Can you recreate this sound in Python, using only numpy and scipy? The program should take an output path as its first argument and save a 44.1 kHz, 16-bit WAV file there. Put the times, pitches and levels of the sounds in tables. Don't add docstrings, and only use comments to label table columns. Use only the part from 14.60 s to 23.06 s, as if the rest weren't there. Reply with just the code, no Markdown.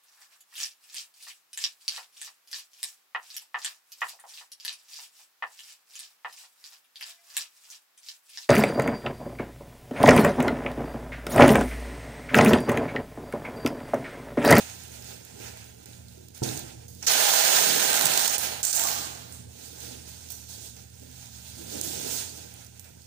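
import sys
import numpy as np
from scipy import signal
from scipy.fft import rfft, irfft, next_fast_len
from scipy.io import wavfile
from scipy.ndimage import uniform_filter1d, map_coordinates

SR = 44100
rng = np.random.default_rng(int(sys.argv[2]) if len(sys.argv) > 2 else 0)


def elevation(decibels):
    levels = np.asarray(decibels, float)
    return 10 ** (levels / 20)


def store_wav(level_fs):
    pcm = np.round(np.clip(np.atleast_2d(level_fs), -1, 1) * 32767)
    wavfile.write(sys.argv[1], SR, pcm.T.astype(np.int16))


N = 373086

# time in seconds, peel level in dB, tension of the free span in dB,
# pitch of the span in Hz, peel speed from 0 to 1.
PULLS = [
    [(2.467, -22, -13.5, 644, 0.2), (2.495, -26, -4.5, 705, .02), (2.54, -28, -2, 805, 0.52),
     (2.96, -26.5, -2.5, 665, 0.52), (3.12, -28.5, -3, 485, 0.6), (3.5, -31, -1, 780, 0.75),
     (3.66, -28.5, -4.5, 790, 0.52), (3.69, -32, -6.5, 760, 0.6), (3.77, -29.5, -4, 710, 0.5)],
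    [(3.78, -41, -4, 680, 0), (3.85, -35.5, -2, 660, .02), (4.02, -50, 3, 725, 0.1)],
    [(4.031, -41, -6, 754, 0.5), (4.036, -31.5, -13, 750, 0.97), (4.161, -31.5, -12, 684, 0.66),
     (4.191, -33.5, -4.5, 734, 0.75), (4.301, -34.5, -5.5, 870, 0), (4.455, -42, -3, 790, 0.57),
     (4.699, -58, -0.5, 750, .35), (4.75, -51, -7.5, 763, 0.7), (4.89, -69, 1, 760, 0.5)],
]
# frequency in Hz, level in dB.
FIZZ = [(7500, -52), (9300, -3), (12000, 2.5), (16000, 3.5)]


def tape():
    # frequency in Hz, level in dB.
    slow_peel = [(2800, -41), (4400, -3), (5500, 2), (7000, 0.5), (9000, -6), (12000, -45)]
    fast_peel = [(3500, -40), (5000, -37), (6200, -6), (7500, 4), (9200, 5.5), (11000, -60)]
    scratch = [(750, -23), (1100, 3.5), (1700, 6.5), (2800, 1), (4400, -3), (6200, -44)]
    peel_db, tension_db, span_hz, speed = curves(PULLS)
    slip_db = slips()

    falling = np.clip(-np.gradient(uniform_filter1d(peel_db, size=SR // 20)) * SR - 35, 0, 70)
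    fizz_db = 1 + 0.35 * tension_db - 5.5 * speed - 0.1 * falling
    span_db = peel_db - 9 + 1.33 * tension_db

    speed = np.clip(speed, 0, 1)
    bonds = crackle(per_s=740, spread_db=4.5, share=0.11, patchy_db=0.93)
    slow = layer(bonds, slow_peel)
    fast = layer(np.roll(bonds, SR, axis=1), fast_peel)
    hiss = np.sqrt(1 - speed ** 2) * slow + speed * fast
    hiss = hiss + elevation(tension_db) * layer(bonds, scratch)
    hiss = hiss + elevation(fizz_db + 0.48 * slip_db) * layer(bonds, FIZZ)

    centres_hz = np.array([450, 630, 810])
    weights = np.exp(-(np.log(span_hz / centres_hz[:, None]) / 0.37) ** 2) + 0.024
    weights /= np.linalg.norm(weights, axis=0)
    drum = 0
    for c, weight in zip(centres_hz, weights):
        resonance = [(0.35 * c, -36), (0.63 * c, -9), (c, 0), (1.4 * c, -9), (2.0 * c, -30)]
        drum = drum + weight * layer(bonds, resonance)

    hiss_gain = elevation(peel_db + slip_db + 0.39 * wobble(30) + 0.41 * wobble(140))
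    drum_gain = elevation(span_db + 0.088 * wobble(28))
    return pulling() * (hiss_gain * hiss + drum_gain * drum)


def slips():
    # time of the peak in seconds, lift in dB.
    releases = [(2.4834, 4), (2.851, 3), (2.902, 3), (3.228, 2.5), (3.256, -1), (3.276, 0), (3.303, 3),
                (3.3315, 7), (3.3425, 5.5), (3.347, 3), (3.375, 5), (3.3803, 4), (3.3946, 4.5), (3.4121, 8),
                (3.468, 10), (3.473, 7), (3.478, 4), (3.537, 4), (3.558, 1.5), (3.595, 4), (3.635, 0),
                (3.698, 2), (3.7466, 1), (3.835, 3), (4.07, 1), (4.11, 3), (4.152, 4), (4.166, 4),
                (4.173, 3), (4.178, 3), (4.186, 2), (4.196, 6), (4.219, 2), (4.238, 7), (4.254, 2),
                (4.2728, 4), (4.287, 4), (4.316, 3.5), (4.474, 2)]
    slip_s, stick_s, stick_share = 0.002, 0.011, 0.28
    gain_db, t = np.zeros(N), np.arange(-SR // 30, SR // 30) / SR
    burst = (1 + stick_share) * np.exp(-(t / slip_s) ** 2)
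    shape = burst - stick_share * np.exp(-(t / stick_s) ** 2)
    for s, db in releases:
        gain_db[round(s * SR) - SR // 30:][:len(t)] += db * shape
    return gain_db


def pulling():
    span_s = (2.466, 4.89)
    return (np.arange(N) >= span_s[0] * SR) & (np.arange(N) < span_s[1] * SR)


def snaps():
    # time in seconds, peak in dB,
    # pitch in Hz, breadth as relative level of edge and tap in dB, relative afterglow in dB.
    glue_snaps = [(3.3533, -10, 7020, -8, -18), (3.366, -5, 6540, -8, -10), (3.4205, -6, 4400, -3, -14),
                  (3.4556, -6, 7000, -5, -6), (3.5742, -4.5, 7440, -18.5, -20),
                  (3.6771, -6.5, 6560, -13, -18), (3.781, -12.5, 6500, 3, 6), (4.0299, -10.5, 7600, -21, 1),
                  (4.0505, -8, 7500, -13, -3), (4.128, -11.5, 7300, -21, -11), (4.147, -11, 8100, -11, 9)]
    film_ticks = [(0.4224, -30, 5570, -14, -11), (1.043, -40, 3670, -6, 9), (1.258, -35, 6400, -16, -11),
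                  (1.3316, -36, 4080, -22, -13), (1.483, -37.5, 4630, -17, -2),
                  (1.684, -34, 5200, -12, -12), (1.7469, -37, 7550, -24, -7),
                  (1.8346, -17.5, 6300, -37, -10), (1.8895, -23, 4100, -32, -22),
                  (1.974, -18.5, 6560, -13.5, -18), (1.992, -20, 6650, -6, -20),
                  (2.2808, -25, 6630, -9, -0.5), (2.426, -23.5, 6170, -28, 0), (4.723, -27, 8800, -16, 3),
                  (5.204, -27, 9500, -8, -3), (5.703, -20, 6200, -7, 2), (5.719, -20, 6640, -6, -2),
                  (7.2362, -15, 7440, -9, 4.5), (7.5115, -18, 7050, -13, 8.5), (8.0644, -33, 6200, -15, -5),
                  (8.195, -28, 7440, -6.5, -2), (8.2432, -35, 6130, -13, -7)]
    left_shade_db = -5
    dry, glow, t = np.zeros((2, N + SR)), np.zeros(N + SR), np.arange(SR // 25) / SR
    rise = 1 - np.exp(-t / 0.00056)
    for s, db, hz, breadth_db, glow_db in glue_snaps + film_ticks:
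        noise = rng.standard_normal((3, 2, len(t)))
        band_hz = [0.85 * hz, min(1.03 * hz, 16000)]
        body = signal.lfilter(*signal.butter(1, band_hz, "band", fs=SR), noise[0])
        edge = signal.lfilter(*signal.butter(2, 10000, "high", fs=SR), noise[1])
        tap = signal.lfilter(*signal.butter(1, [450, 2500], "band", fs=SR), noise[2])
        crack = rise * (body + elevation(breadth_db + 10) * edge + elevation(breadth_db - 5.5) * tap)
        life_s = 0.015 * elevation(0.11 * (db + 4.0))
        fade = elevation(-60 * t / life_s) + elevation(glow_db + 3.5 - 60 * t / 0.032)
        crack *= elevation(db) / np.abs(crack * fade).max(axis=1, keepdims=True)
        start = round(s * SR)
        dry[:, start:][:, :len(t)] += crack * fade
        glow[start:][:len(t)] += elevation(glow_db) * crack[0] * fade
    direct = dry[:, :N] * elevation([[left_shade_db], [0]])
    return heard(direct + room(glow[:N]), np.ones_like)


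def handling():
    # time of the peak in seconds, peak in dB, rise and fall over 20 dB
    # in ms, relative level of the card scrape in dB.
    tipping = [
        (0.0, -43, 10, 270, -5),
        (0.474, -49.5, 2400, 670, -7),
        (0.822, -48, 62, 500, -2.5),
        (1.332, -59.5, 250, 390, -7),
        (1.564, -62, 810, 1000, -19),
        (1.75, -52.5, 10, 430, -10),
        (1.844, -38, 11, 345, -6.5),
        (2.29, -61, 62, 600, -18),
        (2.426, -48.5, 11, 66, 4),
        (2.459, -42.5, 99, 100, -19),
    ]
    shifting = [(5.06, -49.5, 210, 500, -17), (5.257, -46, 480, 470, -10.5), (5.484, -46, 57, 600, -12.5),
                (5.705, -49, 8, 200, -13), (5.89, -48, 14, 600, -20), (6.053, -46.5, 390, 169, -16.5),
                (6.17, -60.5, 30, 120, -0.5), (6.42, -59, 100, 300, -13), (6.58, -50.5, 190, 306, -12.5),
                (6.903, -51.5, 1000, 700, -13), (7.2, -45.5, 460, 300, -16), (7.24, -41, 53, 700, -15),
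                (7.53, -37, 720, 390, -11.5), (8.02, -54, 1000, 172, -6.5), (8.25, -57, 41, 201, -2),
                (8.46, -58, 620, 101, -19)]
    # time of the peak in seconds, peak in dB, rise and fall in ms.
    pushes = [(0.0, -66, 10, 110), (0.572, -53.5, 1300, 200), (0.806, -48.5, 180, 130),
              (1.29, -55.5, 550, 380), (1.574, -57.5, 60, 590), (1.83, -32, 5.6, 54), (1.9, -40, 50, 190),
              (2.53, -42, 88, 160), (3.13, -40.5, 820, 420), (3.44, -39, 560, 100), (3.46, -31.5, 24, 17),
              (3.53, -41.5, 55, 500), (3.92, -50.5, 500, 73), (4.27, -47.5, 270, 860),
              (4.62, -60, 500, 270), (5.34, -51, 920, 200), (5.49, -62, 240, 530), (6.0, -60.5, 1400, 730),
              (6.43, -51.5, 60, 100), (7.0, -52.5, 86, 500), (7.15, -40.5, 78, 210), (7.3, -45, 350, 630),
              (7.47, -43, 330, 170), (7.79, -53, 140, 350), (8.46, -65, 130, 130)]
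    # frequency in Hz, level in dB.
    rustle = [(2100, -19.5), (3400, -2), (4500, -1.5), (6000, -1.5), (8500, -1), (11000, -12)]
    scrape = [(380, -8), (600, -2.5), (900, -3), (1500, 5.5), (2600, 3), (5000, -40)]
    rumble = [(90, -17), (150, 0), (250, -1.5), (350, -4.5), (480, -5), (750, -21)]
    rest_db, rest_fizz_db, rest_walls_db = -71, -74, -66
    strokes = np.array(tipping + shifting)
    friction = crackle(per_s=250, spread_db=2.5, share=0.08, patchy_db=1.2)
    film = swells(strokes, rest_db) * layer(friction, rustle)
    film = film + swells(strokes, rest_db, strokes[:, -1:]) * layer(friction, scrape)
    film = film + swells(strokes, rest_fizz_db, extra_db=-9, sooner=0.77) * layer(friction, FIZZ)
    walls = layer(crackle(per_s=140, spread_db=1.5, share=0.27, patchy_db=1.0), rumble)
    return ~pulling() * elevation(1.5 * wobble(17)) * film + swells(pushes, rest_walls_db) * walls


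def pricks():
    # time in seconds, peak in dB, relative level of the lower part in
    # dB.
    sharp_clicks = [(0.2369, -32, -12), (0.2798, -33, -14), (0.4449, -33, -11), (0.6499, -30, -8),
                    (0.9732, -36, 2), (1.1867, -41, -14), (1.292, -44, -7), (1.5793, -43, -11),
                    (1.7649, -41, -8), (1.7784, -31, -10), (2.0818, -39, -11), (2.1929, -41, -16),
                    (2.3496, -36, -12), (4.7087, -40, -3), (5.6885, -36, 1), (5.7544, -36, 3),
                    (6.1659, -40, 4), (6.1734, -55, 1), (6.3011, -42, -12), (6.3974, -41, -4),
                    (6.4737, -47, -4), (6.5141, -42, -7), (6.7296, -49, -8), (7.6944, -37, 9),
                    (7.7747, -31.5, -11), (7.889, -46, -15), (7.9144, -41, -7), (7.9399, -32, -11),
                    (8.0471, -36, -7), (8.1763, -41, -10), (8.4193, -39, -3),
                    (1.043, -42, 7),
        (1.2585, -35, -2),
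        (1.7895, -41, -2),
        (3.4553, -9, 3),
        (3.4583, -11, -1),
        (3.7815, -14, -6),
        (7.213, -11.5, -5),
        (8.1953, -30, -16),
    ]
    left_shade_db = -5
    dry, t = np.zeros((2, N + SR)), np.arange(SR // 100) / SR
    envelope = elevation(-60 * t / 0.0055) * (1 - np.exp(-t / 0.0003))
    for s, db, low_db in sharp_clicks:
        noise = rng.standard_normal((2, 2, len(t))) * envelope
        airy = signal.lfilter(*signal.butter(2, 8500, "high", fs=SR), noise[0])
        low = signal.lfilter(*signal.butter(2, [3600, 8400], "band", fs=SR), noise[1])
        airy /= np.abs(airy).max(axis=1, keepdims=True)
        low /= np.abs(low).max(axis=1, keepdims=True)
        click = airy + elevation(low_db - 6) * low
        dry[:, round(s * SR):][:, :len(t)] += elevation(db + 4.7) * click
    return heard(dry[:, :N] * elevation([[left_shade_db], [0]]), np.ones_like)


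def knocks():
    # time in seconds, peak in dB.
    drop = [
        (1.819, -11.5),
        (1.827, -24.5),
        (3.4548, -27),
    ]
    # frequency in Hz, level in dB, 60 dB decay time in seconds.
    box_modes = [(133, 7.5, 0.086), (215, 6.5, 0.036), (321, 1.5, 0.08), (412, -4.5, 0.046),
                 (1330, -10, 0.039), (710, -6.5, 0.054), (882, -12.5, 0.057)]
    # time in seconds, pitch in Hz, level in dB, length in seconds.
    creaks = [(0.755, 391, -48, 0.028), (.82, 452, -46, 0.022), (1.573, 342, -43, 0.011),
              (4.173, 668, -29.5, 0.02), (4.198, 890, -44, 0.058), (4.227, 1065, -30, 0.1),
              (4.236, 1150, -30, 0.052), (6.406, 249, -50.5, 0.054), (6.976, 328, -47.5, 0.063),
              (7.125, 164, -39, 0.035), (7.17, 190, -46, 0.03), (7.236, 322, -38, 0.024),
              (7.416, 250, -44, 0.016), (7.458, 393, -33.5, 0.015)]
    out, t = np.zeros(N + SR), np.arange(SR // 2) / SR
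    ring = sum(elevation(db - 60 * t / t60) * np.sin(2 * np.pi * hz * t) for hz, db, t60 in box_modes)
    ring *= 1 - np.exp(-t / 0.00079)
    for s, db in drop:
        out[round(s * SR):][:len(t)] += elevation(db - 13.0) * ring
    for s, hz, db, length in creaks:
        u = t / length
        tone = np.sin(2 * np.pi * hz * t * (1 + 0.033 * u))
        out[round(s * SR):][:len(t)] += elevation(db + 8.0) * u * np.exp(1 - 3 * u) * tone
    return heard(out[:N] + elevation(-1.5) * room(out[:N]), np.ones_like)


def motor():
    # time in seconds, hum level in dB.
    hum_level = [(0.0, -52), (0.52, -50), (0.66, -58), (0.85, -48), (1.23, -55), (1.39, -48.5), (1.74, -54),
                 (2.07, -48.5), (3.39, -51), (4.7, -50.5), (4.79, -47), (4.93, -48), (4.97, -57),
                 (5.25, -49), (5.65, -51.5), (6.7, -51), (7.18, -48.5), (8.46, -54.5)]
    # frequency in Hz, wander (or width) in Hz, level in dB; the last row is the rumble.
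    partials = [(78.4, 3.75, 2), (118.8, 2.62, -0.5), (175.6, 4.77, -10), (237, 5.94, -12), (94, 61, 6)]
    duck_from_db, duck_slope = -36, 1.27
    *tones, (centre_hz, width_hz, rumble_db) = partials
    rumble = heard(rng.standard_normal((2, N)), lambda f: 1 / (1 + (2 * (f - centre_hz) / width_hz) ** 2))
    lines = np.zeros(N)
    for hz, wander_hz, db in tones:
        level = elevation(db + 1.3 * wobble(6))
        lines += level * np.sin(2 * np.pi * np.cumsum(hz + wander_hz * wobble(9)) / SR)
    hum = elevation(rumble_db - 16) * rumble / np.std(rumble) + heard(np.array([lines, lines]), np.ones_like)
    power = uniform_filter1d(uniform_filter1d(hum.mean(0) ** 2, size=SR // 10), size=SR // 10)
    swell = np.sqrt(np.abs(power))
    duck_db = pulling() * duck_slope * np.maximum(curves(PULLS)[0] - duck_from_db, 0)
    return elevation(curves([hum_level])[0] - duck_db) * hum / swell


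def room(x):
    # frequency in Hz, 60 dB decay time in seconds.
    decay = [(100, 1.1), (700, 0.98), (4000, 1.06), (13000, 0.57)]
    hz, t, z = signal.stft(rng.standard_normal((2, SR)), SR, nperseg=256)
    tail = signal.istft(z * elevation(-60 * t / along(decay, hz)[:, None]), SR, nperseg=256)[1]
    tail /= np.linalg.norm(tail[0])
    return signal.fftconvolve(np.pad(x, (200, 0))[None], tail, axes=1)[:, :N]


def layer(pair, points):
    # frequency in Hz, width in Hz, lift in dB.
    standing = [(466, 6.3, 7), (644, 2.7, 11), (794, 20, 3), (1410, 6.7, 6), (1566, 30, 5.5), (2420, 12, 2),
                (2830, 15, 0), (3800, 11, -9), (4200, 18, 3), (4660, 19, 1), (6520, 670, 3.5)]

    def colour(hz):
        lift_db = np.zeros(len(hz))
        third = len(hz) // 3
        for centre, width, db in standing:
            lift_db[:third] += db / (1 + (2 * (hz[:third] - centre) / width) ** 2)
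        return elevation(along(points, hz) + lift_db)

    x = heard(pair, colour)
    return x / np.std(x.mean(0))


def heard(pair, colour):
    # frequency in Hz, level in dB.
    right_mic = [(30, -12), (70, -7.5), (450, 4.5), (820, 6.5), (1150, -9), (1550, -7), (2000, -6),
                 (3500, 2.5), (6600, 4.5), (9000, 3.5), (13600, -4.5), (15000, 7), (15500, 3), (15800, -63)]
    left_mic = [(30, -29), (70, -9), (300, -3), (600, -4), (1200, -5.5), (1900, -10.5), (3000, -4.5),
                (6000, -4.5), (8600, -6), (10000, -14), (13000, -168), (14000, -103), (15000, -101),
                (15800, -70.5)]
    # frequency in Hz, left-right likeness from 0 to 1.
    likeness = [(60, 0.94), (480, 1), (750, 0.69), (950, 0.63), (1200, 1), (1600, 0.21), (2500, 0.15),
                (5000, 0.05)]
    # frequency in Hz, phase by which left leads in radians.
    lead = [(0, 0.5), (90, 0.65), (300, 1.66), (520, 2.92), (750, 3.84), (1000, 7.54), (1150, 10.13),
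            (1650, 12.64), (2500, 16.43), (16000, 109)]
    m = next_fast_len(N + SR // 4)
    hz = np.fft.rfftfreq(m, 1 / SR)
    a, b = rfft(pair, m) * colour(hz)
    alike = np.clip(along(likeness, hz), 0, 1)
    delayed = a * np.exp(-1j * np.interp(hz, *np.transpose(lead)))
    right = alike * delayed + np.sqrt(1 - alike ** 2) * b
    return irfft([a * elevation(along(left_mic, hz)), right * elevation(along(right_mic, hz))], m)[:, :N]


def crackle(per_s, spread_db, share, patchy_db):
    size = (rng.random(N) < per_s / SR) * elevation(spread_db * np.minimum(rng.exponential(size=N), 3))
    blur = elevation(-60 * np.arange(SR // 50) / SR / 0.0038)
    grains = np.sqrt(np.abs(signal.fftconvolve(size ** 2, blur ** 2)[:N]))
    grains /= np.sqrt(np.mean(grains ** 2))
    z = signal.stft(rng.standard_normal((2, N)), nperseg=256)[2]
    patches = uniform_filter1d(uniform_filter1d(rng.standard_normal(z.shape[1:]), 8, 0), 10, 1)
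    wash = signal.istft(z * elevation(patchy_db * patches / np.std(patches)), nperseg=256)[1][:, :N]
    return wash / np.std(wash) * np.sqrt(1 - share + share * grains ** 2)


def swells(rows, rest_db, extra_db=0, sooner=1):
    s, db, rise_ms, fall_ms = np.transpose(rows)[:4, :, None]
    t = np.arange(0, N + 44, 44) / SR
    shape_db = -20000 * np.where(t < s, (s - t) / rise_ms, (t - s) / (sooner * fall_ms))
    power = (elevation(db + extra_db + shape_db) ** 2).sum(0) + elevation(rest_db) ** 2
    return np.interp(np.arange(N) / SR, t, np.sqrt(power))


def wobble(rate):
    return map_coordinates(rng.standard_normal(int(N * rate / SR) + 4), [np.arange(N) * rate / SR])


def curves(tables):
    t = np.arange(N) / SR
    out = np.zeros((len(tables[0][0]) - 1, N))
    for k, table in enumerate(tables):
        s, *columns = np.transpose(table)
        start = round(s[0] * SR) if k else 0
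        out[:, start:] = [np.interp(t[start:], s, column) for column in columns]
    return out


def along(points, hz):
    f, v = np.transpose(points)
    return np.interp(np.log(hz + 1), np.log(f + 1), v)


def scene():
    return tape() + handling() + snaps() + knocks() + motor() + pricks()


def low_pass(x):
    return signal.sosfilt(signal.butter(12, 16810, fs=SR, output="sos"), x)


def record(dry):
    # time of the jump in seconds, depth of the dip in dB.
    dips = [(1.256, 12), (2.283, 6), (2.426, 4), (2.469, 9), (3.454, 0), (3.575, -1), (3.677, 4),
            (3.779, 14), (4.028, 9), (4.128, 12), (5.703, 0), (7.211, 3), (7.236, -1), (8.195, 1)]
    dip_db, ramp = np.zeros(N), np.linspace(0, 1, SR // 70)
    for s, depth_db in dips:
        jump = round(s * SR)
        dip_db[jump - len(ramp):jump] -= abs(depth_db) * ramp
    x = dry * elevation(uniform_filter1d(dip_db, size=SR // 500))
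    ceiling = 0.62
    mix = x / (1 + np.abs(x / ceiling) ** 4) ** (1 / 4)
    return low_pass(mix)


dry = scene()
out = record(dry)
store_wav(out)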